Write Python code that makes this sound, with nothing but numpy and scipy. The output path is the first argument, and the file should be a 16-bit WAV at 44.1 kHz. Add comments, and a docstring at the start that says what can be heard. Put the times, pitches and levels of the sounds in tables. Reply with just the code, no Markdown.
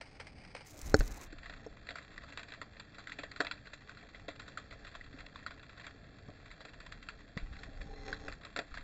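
"""Snapping shrimp in a kelp forest

Shrimp crackle through a camera's watertight housing, in mono, at one spot and then at another: dry ticks, rock
echoes and hollow pops of the housing's wall over the fry of a far colony. Between the spots something knocks
hard on the mount, and a bright sizzle rises and falls away while the scene changes from one spot to the other;
later the surge rocks the mount and drags kelp along it, groaning and creaking. Plops and gurgles come and go;
water rumbles faintly throughout."""
import sys
import numpy as np
from scipy import signal
from scipy.fft import rfft, irfft, next_fast_len
from scipy.io import wavfile
from scipy.ndimage import uniform_filter1d, map_coordinates

SR = 44100
rng = np.random.default_rng(int(sys.argv[2]) if len(sys.argv) > 2 else 0)


def to_wav(s):
    """Save 16-bit WAV."""
    ch = np.atleast_2d(s).T  # columns
    pcm = np.round(np.clip(ch, -1, 1) * 32767)  # PCM
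    wavfile.write(sys.argv[1], SR, pcm.astype(np.int16))


N = 389403


def amp(db):
    """Decibels to gain."""
    return 10 ** (np.asarray(db) / 20)


def unit(x):
    """x at rms 1."""
    return x / np.sqrt(np.mean(x ** 2) + 1e-20)


def unit_hit(x):
    """A short sound scaled so that its loudest 4 ms have rms 1."""
    return x / np.sqrt(np.max(uniform_filter1d(x ** 2, size=176)) + 1e-20)


def add(track, start_s, sound):
    """Mix a sound into the track."""
    start = max(round(start_s * SR), 0)
    room = track[start:start + len(sound)]
    room += sound[:len(room)]


def wobble(knots_per_s):
    """A smooth random curve."""
    knots = rng.standard_normal(int(N * knots_per_s / SR) + 4)
    return map_coordinates(knots, [np.arange(N) * knots_per_s / SR])


def swell(start_s, length_s, attack_s, release_s):
    """An envelope that rises, holds, and falls away once its length is over."""
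    t = np.arange(N) / SR - start_s
    return np.clip(t / attack_s, 0, 1) * np.clip(1 - (t - length_s) / release_s, 0, 1)


def colour(x, eq):
    """x through a causal (minimum-phase) EQ drawn as points of freq_hz, gain_db."""
    size = 2 * next_fast_len(len(x))
    hz, db = np.transpose(eq)
    gain_db = np.interp(np.log(np.fft.rfftfreq(size, 1 / SR) + 1), np.log(hz + 1), db)
    cepstrum = irfft(np.log(amp(gain_db) + 1e-5))
    cepstrum[1:size // 2] *= 2
    cepstrum[size // 2 + 1:] = 0
    return irfft(rfft(x, size) * np.exp(rfft(cepstrum)))[:len(x)]


def noise(eq):
    """Coloured noise of rms 1."""
    return unit(colour(rng.standard_normal(N), eq))


def clicks(per_s):
    """Impulses of random time and size."""
    count = per_s * N // SR
    return np.bincount(rng.integers(0, N, count), rng.standard_normal(count), N)


def ring(modes, t, vary_db):
    """Damped modes, each struck at a strength that scatters by vary_db."""
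    return sum(amp(db + rng.normal(0, vary_db) - 60 * t / t60) * np.sin(2 * np.pi * hz * t)
               for hz, db, t60 in modes)


def direct_paths(crest_s=0.0027, spread_s=0.0013, bounce_db=-11):
    """A snap arrives by closely spaced paths, doubled by a bounce off the nearest rock."""
    t = np.arange(SR // 8) / SR
    bounce_lag_s = rng.uniform(0.003, 0.009)
    direct, bounce = (np.exp(-0.5 * ((t - crest_s - lag) / spread_s) ** 2) for lag in (0, bounce_lag_s))
    return (direct + amp(bounce_db) * bounce) * rng.standard_normal(len(t))


def echo_tail(rise_s=0.0048, rock_t60_s=0.072, far_db=-12, far_t60_s=0.2, clump_db=3):
    """Echoes arrive in clumps, first from nearby rocks, then from the surface and far reef."""
    t = np.arange(SR // 8) / SR
    clumps = map_coordinates(rng.standard_normal(56), [t * 400])
    decay = amp(-60 * t / rock_t60_s) + amp(far_db - 60 * t / far_t60_s)
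    return np.minimum(t / rise_s, 1) * decay * amp(clump_db * clumps) * rng.standard_normal(len(t))


def echoing_snap(echo_db=-9):
    """One snap with its echoes."""
    return direct_paths() + amp(echo_db) * echo_tail()


def spot_blend(start_s=0.62, length_s=0.68):
    """The change of scene: 0 at the first spot, 1 at the second."""
    return np.clip((np.arange(N) / SR - start_s) / length_s, 0, 1)


# Deep buffeting and the sea's low bed: freq_hz, gain_db
RUMBLE_EQ = [(10, -12), (28, 4.5), (48, -3), (75, -9), (140, -17), (260, -22.5), (500, -51), (1200, -120)]
MURMUR_EQ = [(20, -3), (90, 1.5), (160, -2.5), (245, -6), (295, -5), (360, -14), (435, -11.5), (700, -15.5),
             (1500, -42.5), (3000, -120)]
# Pushes of water on the mount: start_s, length_s, rumble_db, kelp_drag_db
WATER_PUSHES = [(0.826, 0.25, -42, -64), (1.16, 0.57, -54.5, -84), (4.682, 0.53, -58.5, -74),
                (6.754, 0.41, -57.5, -85), (7.368, 0.893, -48.5, -63), (8.676, 0.15, -53, -79)]
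PUSH_ATTACK_S, PUSH_RELEASE_S = 0.038, 0.15


def surge(calm_db=-65.5, gust_db=2.0, murmur_db=-59, drift_db=1):
    """Moving water buffets the housing, over the sea's steady low murmur."""
    push = sum(amp(db) * swell(start, length, PUSH_ATTACK_S, PUSH_RELEASE_S)
               for start, length, db, _ in WATER_PUSHES)
    buffet = np.hypot(amp(calm_db), push) * amp(gust_db * wobble(9)) * noise(RUMBLE_EQ)
    return buffet + amp(murmur_db + drift_db * wobble(5)) * noise(MURMUR_EQ)


# The mount's resonances with kelp pressing on it: pitch_hz, gain_db, t60_s
GROAN_MODES = [(294.4, -5.5, 0.18), (435, -2.5, 0.1), (536, -10, 0.11), (786, -5.5, 0.095),
               (1040, -14.5, 0.06), (1955, -4.5, 0.017), (4350, -8, 0.015), (5420, -4, 0.009),
               (6430, -7, 0.007)]


def kelp_drag(calm_db=-71, tighten_db_per_s=7, grip_db=4.0, hiss_db=-8):
    """A stalk's tiny slips make the mount groan and the housing hiss, harder as each push goes on."""
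    t = np.arange(N) / SR
    pull = sum(amp(db + tighten_db_per_s * np.clip(t - start, 0, length))
               * swell(start, length, PUSH_ATTACK_S, PUSH_RELEASE_S)
               for start, length, _, db in WATER_PUSHES)
    slips = clicks(per_s=900) * amp(grip_db * wobble(11))
    mount_ring = ring(GROAN_MODES, t[:SR // 4], vary_db=0)
    groan = signal.oaconvolve(slips, mount_ring)[:N]
    groan = unit(colour(groan, [(100, -22), (280, 0.5), (7000, -1.0), (9000, -100)]))
    hiss = amp(hiss_db) * unit(colour(slips, HOUSING_EQ))
    return np.hypot(amp(calm_db), pull) * (groan + hiss)


# Creaks of kelp on the mount: start_s, length_s, pitch_hz, level_db
CREAK_CUES = [(7.88, 0.085, 431, -52), (7.88, 0.06, 786, -58), (7.94, 0.2, 2020, -62.5),
              (7.88, 0.22, 4100, -67), (8.01, 0.17, 295, -58), (8.06, 0.055, 782, -57)]


def kelp_creaks(fade_s=0.03, pitch_waver=0.022, flutter_db=4.5):
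    """Where the stalk grips, its slips lock to one mode of the mount, which sings in rough bursts."""
    out = np.zeros(N)
    for start, length, hz, db in CREAK_CUES:
        phase = 2 * np.pi * np.cumsum(hz * (1 + pitch_waver * wobble(220))) / SR
        level = amp(db + flutter_db * np.minimum(wobble(110), 1))
        out += level * swell(start, length, fade_s, fade_s) * np.sin(phase)
    return out


# Spells of gurgling: start_s, length_s, usual_pitch_hz, level_db
GURGLE_CUES = [(0.662, 0.25, 500, -54), (7.661, 0.62, 560, -55)]


def gurgles(per_s=55, t60_cycles=32, pitch_scatter=0.28, size_db=3, pitch_rise=0.11, attack_s=0.002):
    """Bubbles ring for a moment, each at its own pitch, which rises a little."""
    out, t = np.zeros(N), np.arange(SR // 10) / SR
    for start, length, usual_hz, db in GURGLE_CUES:
        count = int(per_s * length)
        for when, (pitch, size) in zip(rng.random(count), rng.standard_normal((count, 2))):
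            cycles = usual_hz * np.exp(pitch_scatter * pitch) * t
            age = cycles / t60_cycles
            bubble = np.sin(2 * np.pi * cycles * (1 + pitch_rise * age / 2)) * (1 - np.exp(-t / attack_s))
            add(out, start + length * when, amp(db + size_db * size - 60 * age) * bubble)
    return out


# The bright sizzle and the soft wash under it: freq_hz, gain_db
SIZZLE_EQ = [(1760, -29), (3000, -9), (3960, -7.5), (5570, -2.5), (6220, 1), (7410, -2), (8630, -9.5),
             (9780, -8), (11100, -21), (12400, -9.5), (14900, -11.5), (15800, -14)]
WASH_EQ = [(150, -36), (250, -15), (294, -1.5), (388, -11.5), (2510, -16.5), (3250, -35), (4000, -20),
           (5200, -52.5), (8800, -120)]
# Sharp pops in the sizzle: start_s, level_db
POP_CUES = [(0.791, -50), (0.815, -44), (0.897, -47), (0.966, -45), (0.991, -42.5), (0.998, -41.5),
            (1.078, -45.5), (1.213, -49)]


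def bright_sizzle(start_s=0.641, length_s=0.602, fade_s=0.04, level_db=-60, wash_db=-55.3):
    """A bright sizzle with a few sharp pops, over a soft wash, spanning the change of scene from one spot to
    the other."""
    pops, t = np.zeros(N), np.arange(SR // 40) / SR
    pop_t60_s = 0.014
    for start, db in POP_CUES:
        burst = rng.standard_normal(len(t)) * amp(-60 * t / pop_t60_s)
        add(pops, start, amp(db) * unit_hit(colour(burst, SIZZLE_EQ)))
    sizzle = unit(colour(clicks(per_s=1500), SIZZLE_EQ))
    sizzle *= amp(level_db + 2.9 * wobble(45)) * swell(start_s, length_s, fade_s, fade_s)
    wash = amp(wash_db) * swell(start_s, length_s, attack_s=0.24, release_s=fade_s) * noise(WASH_EQ)
    return pops + sizzle + wash


# Plops against the housing: start_s, level_db, pitch_hz
PLOP_CUES = [(0.549, -34, 550), (1.174, -38, 880), (1.213, -39, 1090), (1.327, -38, 310),
             (1.666, -33.5, 450), (5.141, -39, 270), (5.241, -44, 720), (7.686, -40, 285)]


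def plops(attack_s=0.0025, t60_cycles=17, pitch_sag=0.12):
    """Round, hollow plops: a soft start, then one low ring that sags as it dies."""
    out, t = np.zeros(N), np.arange(SR // 6) / SR
    for start, db, hz in PLOP_CUES:
        age = t * hz / t60_cycles
        phase = 2 * np.pi * np.cumsum(hz * (1 - pitch_sag * np.minimum(age, 1))) / SR
        add(out, start, amp(db - 60 * age) * (1 - np.exp(-t / attack_s)) * np.sin(phase))
    return out


# Low thumps of the swinging mount: start_s, level_db, pitch_hz
SWING_CUES = [(0.828, -34.5, 44), (0.942, -15.5, 83), (0.993, -17, 35.4), (1.008, -24.5, 107),
              (6.285, -37.5, 166), (6.782, -47, 48.6), (7.369, -25.5, 173), (7.43, -31, 36),
              (7.515, -35, 50), (7.86, -39, 175), (7.995, -38, 42), (8.719, -38, 32.5)]


def mount_swings(t60_cycles=4.8):
    """Pushed by a blow or by the water, the mount swings once or twice."""
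    out, t = np.zeros(N), np.arange(SR // 4) / SR
    for start, db, hz in SWING_CUES:
        add(out, start, -np.sin(2 * np.pi * hz * t) * amp(db - 60 * t * hz / t60_cycles))
    return out


# The struck mount's resonances: pitch_hz, gain_db, t60_s
MOUNT_MODES = [(204, -39, 0.083), (302.6, -10, 0.082), (435, -1, 0.044), (529, -1.5, 0.024),
               (762, -12.5, 0.047), (5430, -17, 0.025), (6450, -19, 0.023)]
# The housing's sharp crack and its low, boxy body: freq_hz, gain_db
CRACK_EQ = [(300, -53), (1050, -15), (1500, 4.5), (1900, -8.5), (2500, -24), (3050, -46.5), (3600, -30),
            (4380, -5), (4950, -26), (5400, -20.5), (6900, -32), (7450, -12.5), (8200, -65)]
BODY_EQ = [(140, -35.5), (235, -16), (295, 7), (355, -16.5), (425, -1.5), (480, -2), (550, 3), (690, 4.5),
           (849, -14.5), (1050, -9), (1300, -22), (2090, -120)]
# Blows on the mount: start_s, ring_db, crack_db, shake_db
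KNOCK_CUES = [(0.9424, -11, -18, -50), (0.9481, -29, -34, -54), (1.007, -31, -32.5, -43),
              (1.328, -55, -49, -62), (1.6642, -37, -66, -48.5), (3.403, -33, -40, -33.5),
              (3.41, -42, -35.5, -36.5), (6.285, -48, -63, -48.5), (7.37, -40, -58, -54),
              (8.283, -42, -70, -56), (8.589, -32.5, -44, -39)]


def knocks(contact_s=0.0005, rattle_db=-33, rattle_t60_s=0.029):
    """A blow rings the mount, cracks on the housing, which rattles briefly, and shakes its body."""
    out, t = np.zeros(N), np.arange(SR // 4) / SR
    attack = 1 - np.exp(-t / contact_s)
    for start, ring_db, crack_db, shake_db in KNOCK_CUES:
        rattle = attack * amp(rattle_db - 60 * t / rattle_t60_s) * rng.standard_normal(len(t))
        force = (t == 0) + rattle
        add(out, start, amp(ring_db) * attack * ring(MOUNT_MODES, t, vary_db=1))
        add(out, start + 2 * contact_s, amp(crack_db) * unit_hit(colour(-force, CRACK_EQ)))
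        add(out, start, amp(shake_db) * unit_hit(colour(echoing_snap(), BODY_EQ)))
    return out


def colony(eq, per_s, spread_db, voices=4):
    """Countless far snaps of random size merge into a frying sound of rms 1."""
    out, count = np.zeros(N), int(per_s * N / SR / voices)
    for _ in range(voices):
        sizes = amp(spread_db * np.minimum(rng.standard_normal(count), 2))
        triggers = np.bincount(rng.integers(0, N, count), sizes, N)
        out += signal.oaconvolve(triggers, colour(echoing_snap(), eq))[:N]
    return unit(out)


# The tone of sound coming through the housing: freq_hz, gain_db
HOUSING_EQ = [(500, -34), (900, -10.5), (1110, -1), (1200, -4), (1330, 1.5), (1550, 1.5), (1780, 1),
              (1980, 2), (2180, -6.5), (2380, -2.5), (2700, -5), (2830, -12), (3000, -21), (3300, -4.5),
              (3600, -7.5), (3790, -11.5), (4000, -3.5), (4400, -11), (4650, -8), (5100, -26), (5330, -17),
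              (5600, -26), (6100, -28), (6620, -20.5), (6860, -29.5), (7350, -12.5), (7600, -17.5),
              (7750, -35), (8300, -65)]


def far_shrimp(level_db=-65.8, sputter_db=-1.5, body_db=-6, flurry_db=1.35, flurry_s=0.059):
    """The second spot's colony: far fry and mid-distance sputter, louder where near snaps crowd."""
    t = np.arange(N) / SR
    crowding = sum(np.exp(-((t - start) / flurry_s) ** 2) for start, *_ in NEAR_SNAP_CUES)
    fry = colony(HOUSING_EQ, per_s=900, spread_db=3)
    sputter = amp(sputter_db) * colony(HOUSING_EQ, per_s=45, spread_db=4)
    body = amp(body_db) * colony(BODY_EQ, per_s=200, spread_db=4)
    return spot_blend() ** 2 * amp(level_db + flurry_db * crowding) * (fry + sputter + body)


# The housing's tone at the first spot: freq_hz, gain_db
FIRST_SPOT_EQ = [(200, -18), (430, -4), (540, 1.5), (650, -4.5), (830, 4), (1050, -4.5), (1400, -3),
                 (2000, 1), (2350, 2.5), (2700, -6.5), (3150, -7.5), (3650, -16), (4000, -10.5),
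                 (4950, -5.5), (6200, -19), (7200, -29), (7900, -20.5), (9100, -18), (9700, -58)]
# Snaps at the first spot, before their trim: start_s, level_db
FIRST_SNAP_CUES = [(0.01, -33.5), (0.1983, -34), (0.2676, -37.5), (0.4479, -41), (0.5475, -32),
                   (0.563, -39.5), (0.606, -40)]


def first_spot_shrimp(trim_db=-10, colony_db=-62):
    """A sparse, thin crackle, softened by echoes, over a fry that fades as the scene changes."""
    snaps = np.zeros(N)
    for start, db in FIRST_SNAP_CUES:
        snap = unit_hit(colour(echoing_snap(echo_db=-3.5), FIRST_SPOT_EQ))
        add(snaps, start, amp(db + trim_db) * snap)
    fry = colony(FIRST_SPOT_EQ, per_s=700, spread_db=5)
    return snaps + amp(colony_db) * (1 - spot_blend()) ** 3 * fry


def tint(x, depth_db=3.5):
    """Paths interfere differently for every snap, giving it a random colour."""
    hz = np.geomspace(700, 8000, num=14)
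    return colour(x, np.column_stack([hz, depth_db * rng.standard_normal(len(hz))]))


# The wall's resonances under a square hit: pitch_ratio, gain_db, t60_s
WALL_MODES = [(1, 0, 0.012), (1.42, -9, 0.009), (2.05, -12, 0.009), (3.33, 1, 0.008), (5.55, 0, 0.009)]
# The tone of a snap's direct path: freq_hz, gain_db
DIRECT_EQ = [(500, -39), (950, -11), (1350, -3), (1650, 0), (2000, 2), (2200, -5), (2650, -3),
             (3000, -17.5), (3400, -5), (3790, -10), (4000, -3), (4350, -11), (4650, -9), (5100, -22),
             (5330, -20), (5900, -34), (6620, -29), (6860, -30.5), (7400, -14.5), (7900, -35), (10000, -78)]


def wall_ring(pitch_hz, attack_s=0.0023):
    """The housing's wall swells for a few cycles at the snap's own pitch and falls silent."""
    t = np.arange(SR // 8) / SR
    modes = [(pitch_hz * ratio, db, t60) for ratio, db, t60 in WALL_MODES]
    attack = 1 - np.exp(-(t / attack_s) ** 4)
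    return unit_hit(colour(ring(modes, t, vary_db=2) * attack, DIRECT_EQ))


def faint_snap_cues(per_s=7, reach_s=0.06):
    """Weaker snaps cluster loosely round the near ones, leaving calmer gaps."""
    usual, scatter = (-47.5, -11, 0.25, 1700), (0.8, 6, 0.2, 300)  # level_db, body_db, hollow, pitch_hz
    count = int(per_s * N / SR)
    centres = rng.permutation([start for start, *_ in NEAR_SNAP_CUES])[:count]
    starts = centres + reach_s * rng.standard_normal(count)
    return np.column_stack([starts, usual + scatter * rng.standard_normal((count, len(usual)))])


# The nearest shrimp from the move on, before the layer trims:
# start_s, level_db, body_db (relative to the snap), hollow (0 tick to 1 pop), pitch_hz
NEAR_SNAP_CUES = [(1.0055, -36.5, -18, 0, 1610), (1.383, -44, -25, 0.3, 2590), (1.43, -41, -20, 0.3, 1860),
                  (1.4566, -38, -10, 0.2, 2560), (1.4951, -39, -1, 0.4, 1880),
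                  (1.536, -40, -24, 0.48, 1320), (1.868, -42.5, -17, 0.5, 1280),
                  (1.887, -33, -7, 0.4, 2000), (1.9049, -35.5, -4.5, 0.1, 2020),
                  (1.9546, -35, -7, 0.8, 1370), (1.983, -34.5, -29, 0.35, 1970),
                  (2.1772, -35, -37, 0.37, 1910), (2.233, -42.5, 0, 0.3, 1110), (2.322, -42, -5, 0.1, 1970),
                  (2.3725, -33, -7, 0.3, 1630), (2.393, -39, -13, 0.3, 1370), (2.4304, -39, -26, 0.2, 2470),
                  (2.52, -36, -29, 0.2, 1610), (2.536, -38.5, -25, 0.3, 1530),
                  (2.6138, -35, -5.5, 0.7, 1310), (2.7964, -37, -13, 0.13, 1860),
                  (2.982, -40, -5, 0.43, 1340), (3.0702, -33.5, -21, 0.4, 1950),
                  (3.094, -39, -15, 0.3, 1360), (3.118, -31.5, -31, 0.6, 1970),
                  (3.186, -35.5, 1.5, 0.4, 1800), (3.2325, -35, 2, 0.4, 1110),
                  (3.3138, -38, -30, 0.1, 1830), (3.36, -37, -17, 0.3, 1820),
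                  (3.403, -19, -17.5, 0.3, 1520), (3.4462, -31, -5, 0.46, 1340),
                  (3.4664, -29.5, -16, 0.2, 1990), (3.5105, -27, -22, 0.45, 1410),
                  (3.669, -42.5, -5, 0.1, 1370), (3.7313, -36.5, -6, 0.36, 1960),
                  (3.8926, -38, -13, 0.4, 1420), (3.9703, -40, -22, 0.4, 1460),
                  (4.145, -41, -6, 0.55, 1970), (4.281, -35, 7, 0.4, 1460), (4.3958, -36.5, -15, 0.3, 2030),
                  (4.478, -39.5, -10, 0.3, 1420), (4.5723, -31.5, -12, 0.8, 1320),
                  (4.724, -44.5, -1, 0.6, 1380), (4.846, -44, -20, 0.6, 1930), (4.868, -42, -21, 0.3, 1990),
                  (4.9497, -38.5, -4, 0.5, 1070), (5.0092, -39.5, -33, 0.85, 1930),
                  (5.185, -43, -20, 0.4, 2440), (5.203, -42, -12, 0.3, 1440),
                  (5.2628, -39.5, -40, 0.3, 1950), (5.3565, -39.5, -12, 0.8, 1090),
                  (5.462, -30.5, -12.5, 0.85, 1350), (5.506, -39.5, -6, 0.2, 1650),
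                  (5.693, -44, -10, 0.4, 1530), (5.796, -42, -12, 0.4, 1750),
                  (5.841, -41.5, -15, 0.37, 1580), (5.865, -35, -13, 0.36, 1970),
                  (6.5119, -41, -19, 0.2, 1390), (6.604, -43, -3, 0.6, 1180),
                  (6.6498, -41, -0.5, 0.2, 1260), (6.801, -39.5, -13, 0.44, 1370),
                  (6.863, -42.5, -15, 0.1, 1940), (6.921, -36, -21, 0.2, 1930),
                  (7.026, -43, -20, 0.1, 2410), (7.0855, -30.5, -31, 0.5, 1350),
                  (7.3727, -32, -15.5, 0.46, 1960), (7.564, -43.5, -19, 0.45, 1980),
                  (7.6318, -37, -15, 0.45, 1840), (7.812, -41, -2, 0.5, 1720),
                  (8.079, -38.5, -5, 0.3, 1850), (8.1268, -28.5, -15, 0.65, 1550),
                  (8.2798, -34.5, -0.5, 0.7, 1460), (8.3223, -37, -29, 0.35, 1770),
                  (8.4479, -37.5, -7.5, 0.35, 1290), (8.5612, -28.5, -4, 0.5, 1360),
                  (8.5878, -25.5, -5, 0.43, 1970), (8.74, -37.5, -11, 0.4, 1310),
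                  (8.7717, -36.5, -4, 0.7, 1650)]


def near_shrimp(tick_trim_db=-6.2, wall_trim_db=-3, echo_trim_db=-13.5, body_trim_db=-11):
    """Open-water snaps tick; those among rocks echo and shake the housing; square hits pop its wall."""
    out = np.zeros(N)
    usual_level_db, usual_body_db = -35, -15
    for start, level_db, body_db, hollow, pitch_hz in [*NEAR_SNAP_CUES, *faint_snap_cues()]:
        smear_s = 0.0012 * amp(0.56 * (usual_level_db - level_db))  # weaker is farther, so more smeared
        echo_db = echo_trim_db + 0.29 * (body_db - usual_body_db)
        hollow = np.clip(hollow, 0, 1)
        paths = tint(direct_paths(spread_s=smear_s))
        echoes = tint(echo_tail())
        tick = amp(tick_trim_db) * (1 - hollow) * unit_hit(colour(paths, DIRECT_EQ))
        pop = amp(wall_trim_db) * hollow * wall_ring(pitch_hz)
        tail = amp(echo_db) * unit_hit(colour(echoes, HOUSING_EQ))
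        body = amp(body_db + body_trim_db) * unit_hit(colour(paths + 0.38 * echoes, BODY_EQ))
        add(out, start, amp(level_db) * (tick + pop + tail + body))
    return out


def scene():
    """All sounds reach one microphone inside the housing."""
    mono = first_spot_shrimp() + near_shrimp() + far_shrimp()
    mono += knocks() + mount_swings() + plops() + bright_sizzle()
    mono += surge() + kelp_drag() + kelp_creaks() + gurgles()
    return np.array([mono, mono])


def record(dry):
    """The camera keeps nothing above its band limit."""
    top_hz, size = 15800, next_fast_len(N + SR // 2)
    passband = np.fft.rfftfreq(size, 1 / SR) < top_hz
    return irfft(rfft(dry, size) * passband, size)[:, :N]


dry = scene()
out = record(dry)
to_wav(out)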